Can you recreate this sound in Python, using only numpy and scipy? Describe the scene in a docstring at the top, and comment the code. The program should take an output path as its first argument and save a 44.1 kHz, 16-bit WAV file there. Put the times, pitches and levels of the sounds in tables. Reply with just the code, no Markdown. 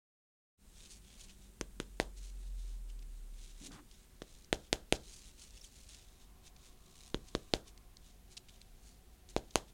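"""Hammer on a foil ball

A small hammer taps a hard-packed foil ball held in a knitted glove, close by in a small room.
Each tap is a dead thud with a short crack of buckling foil. Between the groups of taps the glove
turns the ball, rustling and snagging. Under it lie room hiss, faint hums and a deep drone that
swells and sinks in pitch, like a vehicle outside."""
import sys
import numpy as np
from scipy import signal
from scipy.fft import rfft, irfft
from scipy.io import wavfile
from scipy.ndimage import uniform_filter1d

SR = 44100
rng = np.random.default_rng(int(sys.argv[2]) if len(sys.argv) > 2 else 0)


def put_to_file(sound):
    """Save the sound as 16-bit audio at rate SR, in the file named by the first command-line argument."""
    columns = np.atleast_2d(sound).T  # one column per channel
    safe = np.clip(columns, -1, 1)
    whole_steps = np.round(safe * 32767)
    wavfile.write(sys.argv[1], SR, whole_steps.astype(np.int16))


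N = 429093
TIME = np.arange(N) / SR

# Modes of the packed foil. Each row: centre in Hz, width in Hz, gain in dB.
FOIL_MODES = [(1120, 1650, -9), (2650, 2940, -10.5), (3200, 1040, -5.5), (6350, 970, -14),
              (9200, 1450, -13.5)]
# Hammer blows. Each row: start in seconds, thud gain in dB, contact in ms, crack gain in dB,
# ring of the struck spot in Hz, delay of the second buckle in ms, its relative size,
# tilt of the foil modes in dB per octave, gain of the treble passing the fingers in dB.
TAPS = [(1.6119, -24, 1.8, -11, 5970, 0.26, 0.55, -6.5, 0), (1.801, -23.5, 1.97, -6, 1440, 0.2, 0.2, 7, -2),
        (2.0001, -14.5, 1.01, 1, 2010, 0.31, .43, 6.5, -4.5),
        (4.2197, -30, 1.5, -19.5, 1826, 0.43, 0.69, 0, -1.5),
        (4.5285, -14, 1.2, .5, 1830, .18, 0.39, -0.5, -1),
        (4.7291, -15.5, 1.17, 3, 1970, 0.06, 0.71, -4, -2.5),
        (4.925, -12, 1.22, 3.5, 2616, .17, 0.23, 7, 1), (7.1448, -19, 1.98, -9.5, 3227, 0.41, 0.32, -6, -9),
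        (7.3509, -17.5, 1.64, -8.5, 4330, 0.4, 0.45, -7.5, -7),
        (7.5376, -14, 1.22, 1.6, 4080, 0.13, 0.24, -1, -5),
        (9.3646, -14.5, 1.18, -5.5, 1287, .64, 0.65, -0.5, -1.5),
        (9.5571, -13.5, 0.93, 3.5, 1590, 0.56, 0.77, 3, 4.5)]


def hammer(foil_top_hz=9430, finger_shade_hz=5200, size=16384, lead=64):
    """A half-sine push shoves the ball and the foil buckles twice. Returns direct sound, room feed."""
    direct, room_feed = np.zeros(N), np.zeros(N)
    f = np.fft.rfftfreq(size, 1 / SR)
    time_ms = np.arange(size) / SR * 1000
    ball = resonance(f, hz=529, width_hz=1280)
    hand_sway = amp(-3) * resonance(f, hz=43, width_hz=49)
    rolloff = 1 / (1 + (f / foil_top_hz) ** 8) + amp(-26)
    shaded_band = 1 - 1 / (1 + (f / finger_shade_hz) ** 16)
    whole_ring = sum(amp(db) * resonance(f, hz, width_hz) for hz, width_hz, db in FOIL_MODES)
    for start_s, thud_db, contact_ms, crack_db, spot_hz, gap_ms, second, tilt_db, shade_db in TAPS:
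        push = np.sin(np.pi * np.minimum(time_ms / contact_ms, 1))
        thud = amp(thud_db) * (ball + hand_sway) * rfft(push)
        buckles = second * np.exp(-2j * np.pi * f * gap_ms / 1000) - 1
        tilted_ring = sum(amp(db + tilt_db * np.log2(hz / 3200)) * resonance(f, hz, width_hz)
                          for hz, width_hz, db in FOIL_MODES)
        spot_ring = resonance(f, spot_hz, 0.33 * spot_hz)
        crack = amp(crack_db + shade_db * shaded_band) * buckles * (tilted_ring + spot_ring)
        radiated = -amp(1.7 + 0.98 * crack_db) * whole_ring
        for mix, foil in ((direct, crack), (room_feed, radiated)):
            add(mix, start_s - lead / SR, np.roll(irfft(thud + rolloff * foil), lead))
    return direct, room_feed


# Spectrum of knit rubbing foil. Each row: frequency in Hz, gain in dB.
KNIT_SPECTRUM = [(300, -7), (1000, -8.5), (1700, -6.5), (2500, 0.5), (3700, 1.5), (5200, 2), (6600, 3),
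                 (8000, -1.5), (9600, -2), (11500, -17), (16000, -25)]


def knit(f):
    """Gain of the knit-on-foil friction spectrum at f in Hz."""
    return amp(lookup(KNIT_SPECTRUM, f))


def glove(slips_per_s=6000, split_hz=5600, scrape_width_hz=480, rest_hz=3870, flutter_db=1.52):
    """Fibres slip over the foil in dense tiny clicks, through a resonance that moves with the grip."""
    level_db, scrape_hz, swell_s = sliding(rest_hz)
    slips = rng.standard_normal(N) * (rng.random(N) < slips_per_s / SR) * grain(N, step_db=-1)
    dull = unit_rms(colour(slips, lambda f: knit(f) / np.sqrt(1 + (f / split_hz) ** 8)))
    bright = unit_rms(colour(slips, lambda f: 1j * knit(f) / np.sqrt(1 + (split_hz / (f + 1)) ** 8)))
    carrier = np.exp(2j * np.pi * np.cumsum(scrape_hz) / SR)
    pole = np.exp(-np.pi * scrape_width_hz / SR)
    scrape = unit_rms((carrier * signal.lfilter([1 - pole], [1, -pole], dull / carrier)).real)
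    # A gentle slide rings, a hard one turns to hiss.
    ring = amp(-7.5 - 0.5 * np.clip(level_db + 63.5, -4, 12))
    body = (dull + ring * scrape) / np.sqrt(1 + ring + ring ** 2)
    # A higher scrape is also brighter.
    bright_db = -3 + 5.5 * np.log2(scrape_hz / rest_hz)
    bright_share = np.clip(amp(bright_db) ** 2, 0.05, 0.9)
    envelope = amp(level_db - 1 + flutter_db * wander(rate_hz=54)) * ribs(level_db, swell_s)
    return envelope * (np.sqrt(1 - bright_share) * body + np.sqrt(bright_share) * bright)


# Slides of the glove over the ball. Each row: peak time in seconds, swell in seconds,
# fade in seconds, level in dB, scrape resonance in Hz.
STROKES = [(.835, .07, .045, -56.5, 3730), (0.916, .022, .045, -53.5, 4600), (1.1, 0.073, .12, -63.5, 3280),
           (1.212, 0.03, 0.041, -55, 4230), (1.3, 0.026, 0.027, -58, 2900),
           (2.181, 0.013, .012, -57.5, 4540), (2.255, 0.068, 0.053, -59.5, 4100),
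           (2.607, 0.021, .025, -63.5, 3680), (2.42, 0.087, 0.14, -68.5, 3870),
           (2.69, 0.041, 0.062, -63, 3900), (2.9, .015, .02, -64, 3020), (3.44, 0.075, 0.18, -64, 3730),
           (3.658, 0.045, 0.024, -51, 3950), (3.735, .013, 0.0454, -58.5, 3460),
           (3.92, 0.026, 0.073, -66, 3500), (4.41, 0.18, 0.042, -65.5, 4100),
           (4.665, 0.033, 0.023, -66, 3310), (5.091, 0.082, 0.057, -59.5, 4150),
           (5.157, 0.049, 0.048, -55, 4970), (5.28, 0.083, 0.051, -60, 3960),
           (5.43, 0.047, 0.042, -53.5, 4330), (5.57, 0.078, 0.051, -61, 3480),
           (5.648, 0.026, 0.038, -59, 4600), (5.76, 0.068, 0.15, -61.5, 4340),
           (5.912, 0.032, 0.07, -55.5, 3790), (6.0, 0.069, 0.076, -65, 3580),
           (6.23, 0.038, 0.018, -63, 3910), (6.472, 0.025, 0.016, -58.5, 3760),
           (6.66, 0.054, 0.052, -60.5, 3740), (7.075, 0.2, 0.041, -60, 4000),
           (7.285, 0.013, 0.015, -58, 3700), (7.682, 0.022, .018, -57.5, 3700),
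           (8.08, 0.086, 0.037, -71, 3360), (8.33, .022, 0.019, -57.5, 4230),
           (8.376, 0.0031, 0.0059, -49.5, 4120), (8.551, 0.081, 0.12, -70.5, 3420),
           (8.87, .05, 0.082, -64, 4540), (9.302, .01, 0.018, -59, 4400), (9.69, 0.017, 0.018, -64, 3500)]


def sliding(rest_hz, creep_db=-78, creep_swing_db=7, roundness=1.53, hop=32):
    """Strokes swell and fade over the creep of the grip. Returns level_db, scrape_hz, swell_s."""
    t = TIME[::hop]
    power = amp(creep_db + creep_swing_db * wander(rate_hz=4.4)[::hop]) ** 2
    weighted_hz, weighted_swell = power * rest_hz, 0
    for peak_s, swell_s, fade_s, db, hz in STROKES:
        from_peak = np.maximum((peak_s - t) / swell_s, (t - peak_s) / fade_s)
        stroke_power = (amp(db) * np.exp(-from_peak ** roundness)) ** 2
        power += stroke_power
        weighted_hz += stroke_power * hz
        weighted_swell += stroke_power * swell_s
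    controls = 10 * np.log10(power), weighted_hz / power, weighted_swell / power
    return [np.interp(TIME, t, control) for control in controls]


def ribs(level_db, swell_s, mid_hz=125, mid_db=-61, db_per_octave=7, bite_db_per_s=36):
    """Knit ribs pulse the rub: faster in strong strokes, deeper in slowly swelling ones."""
    rate_hz = mid_hz * 2 ** np.clip((level_db - mid_db) / db_per_octave, -1, 1)
    cycles = np.cumsum(rate_hz * np.exp(0.16 * wander(rate_hz=12.24))) / SR
    bite = amp(bite_db_per_s * swell_s * np.sin(2 * np.pi * cycles))
    return bite / np.sqrt(uniform_filter1d(bite ** 2, size=2048))


# Catches of the knit. Each row: start in seconds, length in seconds, level in dB, centre in Hz.
SNAGS = [(2.99, .006, -64, 4020), (3.022, 0.0088, -64, 2700), (3.717, 0.0052, -56.5, 4070),
         (3.912, 0.0044, -59, 4050), (4.445, .003, -56, 6000), (5.507, .0023, -55.5, 6140),
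         (5.89, 0.0025, -52, 6050), (5.9465, 0.0026, -50.5, 5530), (6.476, .006, -58, 4000),
         (6.562, 0.0057, -60.5, 3400), (7.776, .0036, -56.5, 3170), (7.969, 0.0028, -51.5, 4170),
         (8.367, .013, -47.5, 4150), (8.484, 0.015, -59, 2680), (8.615, 0.0033, -52, 4450),
         (9.289, .004, -55, 4470), (9.507, 0.0066, -57, 4650)]


def snags(width_hz=3500):
    """The knit catches on a ridge of foil and lets go."""
    out = np.zeros(N)
    for start_s, length_s, db, hz in SNAGS:
        add(out, start_s, amp(db) * burst(length_s, lambda f: knit(f) * resonance(f, hz, width_hz)))
    return out


# Quick runs of the ribs. Each row: start in seconds, length in seconds, first and last rate in Hz,
# level in dB.
ZIPS = [(1.202, .018, 4200, 2900, -59), (5.571, .012, 2300, 3300, -60), (5.609, .014, 6000, 5100, -58),
        (5.635, .02, 4600, 2500, -57)]


def zips(jitter=0.21):
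    """Ribs zip over a ridge of foil in a rough chirp whose pitch follows the sliding speed."""
    out = np.zeros(N)
    for start_s, length_s, first_hz, last_hz, db in ZIPS:
        hz = np.geomspace(first_hz, last_hz, int(length_s * SR))
        cycles = np.cumsum(hz * (1 + jitter * rng.standard_normal(len(hz)))) / SR
        tone = sum(knit(k * hz) * np.sin(2 * np.pi * k * cycles) for k in (1, 2, 3))
        add(out, start_s, amp(db) * unit_rms(tone * np.hanning(len(hz))))
    return out


# Rubs of the grip. Each row: start in seconds, length in seconds, level in dB, centre in Hz,
# width in Hz.
SCUFFS = [(3.6, 0.12, -57, 238, 72.5), (3.69, 0.079, -58.5, 148.6, 90), (3.695, 0.15, -63, 290, 49.7),
          (3.7, 0.115, -62, 1100, 685)]


def scuffs():
    """The grip closes on the ball with muffled bursts of noise."""
    out = np.zeros(N)
    for start_s, length_s, db, hz, width_hz in SCUFFS:
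        add(out, start_s, amp(db) * burst(length_s, lambda f: steep_band(f, hz, width_hz)))
    return out


def recoils(full_thud_db=-12, full_length_s=0.041, delay_s=0.0053, hz=4350, width_hz=3500):
    """The ball jumps back and rasps on the knit; a heavier thud gives a longer, softer rasp."""
    out = np.zeros(N)
    for tap_s, thud_db, *_ in TAPS:
        force_db = thud_db - full_thud_db
        length_s = full_length_s * 2 ** (force_db / 1.5)
        rasp = burst(length_s, lambda f: knit(f) * resonance(f, hz, width_hz))
        add(out, tap_s + delay_s, amp(-52.5 - 0.4 * force_db) * rasp)
    return out


# Diffuse tail of the room. Each row: frequency in Hz, gain in dB, 60 dB decay time in seconds.
ROOM_BANDS = [(80, -0.5, 0.29), (161, -17, 0.1), (298, -23.5, 0.8), (490, -11.5, 0.22), (800, -14, 0.22),
              (1350, -12, 0.27), (2530, -14, 0.13), (3970, -18.5, 0.28), (6400, -11, 0.2),
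              (10000, -11.5, 0.21), (15000, 3, 0.13)]
# Reflections off nearby surfaces. Each row: delay in seconds, gain in dB.
REFLECTIONS = [(.0027, -22), (.0062, -26.5), (.0082, -24), (0.015, -26.5), (0.016, -28.5), (.0222, -51),
               (0.0285, -26.5)]


def room(x, onset_s=0.0037, build_s=0.0022, size=22050):
    """Early reflections and a short diffuse tail, each band dying at its own speed."""
    hz, t, bands = signal.stft(rng.standard_normal(size), SR, nperseg=256)
    t60_s = lookup(ROOM_BANDS, hz, column=2)[:, None]
    energy = t60_s * SR / (2 * np.log(1000))
    bands = bands * amp(lookup(ROOM_BANDS, hz)[:, None] - 60 * t / t60_s) / np.sqrt(energy)
    build = np.clip((TIME[:size] - onset_s) / build_s, 0, 1)
    response = signal.istft(bands, SR, nperseg=256)[1][:size] * build
    for delay_s, db in REFLECTIONS:
        add(response, delay_s, amp([db]))
    return signal.fftconvolve(x, response)[:N]


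def drone(high_hz=48, low_hz=29.57, sink_mid_s=2.95, sink_s=0.47, peak_s=2.56, peak_db=-42, stop_s=3.37):
    """A deep tone from outside sinks in pitch as it grows, eases off and dies away."""
    grow_db_per_s, ease_db_per_s, stop_db_per_s = 18, 7, 40
    hz = low_hz + (high_hz - low_hz) / (1 + np.exp((TIME - sink_mid_s) / sink_s))
    db = peak_db + np.minimum(grow_db_per_s * (TIME - peak_s), ease_db_per_s * (peak_s - TIME))
    db -= stop_db_per_s * np.maximum(TIME - stop_s, 0)
    return np.sqrt(2) * amp(db) * np.sin(2 * np.pi * np.cumsum(hz) / SR)


# Building hums. Each row: start in seconds, end in seconds, centre in Hz, width in Hz, level in dB.
HUMS = [(.3, 2.6, 194, 9.8, -71), (.3, 9.8, 368, 14, -80.5), (5.7, 10, 730, 65, -80),
        (5.9, 8.2, 1080, 163, -79)]


def hums(fade_s=0.5):
    """Faint hums in the building: narrow noise bands that waver, come and go."""
    out = np.zeros(N)
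    for start_s, end_s, hz, width_hz, db in HUMS:
        gate = np.clip(np.minimum(TIME - start_s, end_s - TIME) / fade_s, 0, 1)
        out += amp(db) * gate * noise(lambda f: steep_band(f, hz, width_hz))
    return out


def hiss(level_db=-74.5, hz=8600, width_hz=2200, end_s=4.6, fade_s=0.96):
    """A fine high hiss lies under the first turns of the ball and fades away."""
    gate = np.clip((end_s - TIME) / fade_s, 0, 1)
    return amp(level_db) * gate * noise(lambda f: steep_band(f, hz, width_hz) * knit(f))


# Spectrum of the still room. Each row: frequency in Hz, relative density in dB.
AIR_SPECTRUM = [(20, -0.5), (35, 5), (50, 3.5), (70, -4.5), (120, -11.5), (230, -12.5), (310, -20),
                (420, -20.5), (600, -25), (1200, -29), (3000, -30.5), (6000, -33), (9000, -32.5),
                (12000, -33.5), (16000, -36.5)]


def air(level_db=-59):
    """Steady low rumble and hiss."""
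    return amp(level_db) * noise(lambda f: amp(lookup(AIR_SPECTRUM, f)))


def amp(db):
    """Decibels to gain."""
    return 10 ** (np.asarray(db) / 20)


def unit_rms(x):
    """Scales to rms 1."""
    return x / np.sqrt(np.mean(x ** 2) + 1e-20)


def lookup(table, hz, column=1):
    """One column of a table, interpolated over log frequency."""
    columns = np.transpose(table)
    return np.interp(np.log(hz + 1), np.log(columns[0] + 1), columns[column])


def add(mix, start_s, sound):
    """Adds a sound into the mix in place."""
    part = mix[round(start_s * SR):][:len(sound)]
    part += sound[:len(part)]


def resonance(f, hz, width_hz):
    """Complex response of a damped mode, gain 1 at its centre."""
    return 1j * f * width_hz / (hz ** 2 - f ** 2 + 1j * f * width_hz)


def steep_band(f, hz, width_hz):
    """A resonance applied twice for steep skirts."""
    return resonance(f, hz, width_hz * 1.66) ** 2


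def colour(x, response):
    """Filters x by a function of frequency."""
    return irfft(rfft(x) * response(np.fft.rfftfreq(len(x), 1 / SR)), len(x))


def noise(response):
    """Coloured noise of rms 1."""
    return unit_rms(colour(rng.standard_normal(N), response))


def wander(rate_hz):
    """Slow random drift of rms 1."""
    return noise(lambda f: np.exp(-(f / rate_hz) ** 2))


def grain(size, step_db):
    """A random gain per sample, up to four steps from unity."""
    return amp(step_db * np.minimum(rng.exponential(1, size), 4))


def burst(length_s, response, size=16384):
    """Short gritty coloured noise with soft ends, rms 1."""
    count = int(np.clip(length_s * SR, 16, size))
    grit = rng.standard_normal(size) * grain(size, step_db=3)
    return unit_rms(colour(grit, response)[:count] * signal.windows.tukey(count, 0.31))


def scene(hand_send_db=-6):
    """Hammer and glove in the room, over the background."""
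    taps, room_feed = hammer()
    hand = glove() + snags() + zips() + scuffs() + recoils()
    reverb = room(room_feed + amp(hand_send_db) * hand)
    return (taps + hand + reverb + drone() + hums() + hiss() + air())[None]


def record(dry, start_s=0.575, fade_s=0.045, cutoff_hz=16400):
    """Silence, then a quick fade-in; a low-pass cuts the highest treble."""
    fade_in = 1 - np.exp(-np.maximum(TIME - start_s, 0) / fade_s)
    lowpass = signal.firwin(511, cutoff_hz, window=("kaiser", 9), fs=SR)
    return signal.oaconvolve(dry * fade_in, lowpass[None], "same")


dry = scene()
out = record(dry)
put_to_file(out)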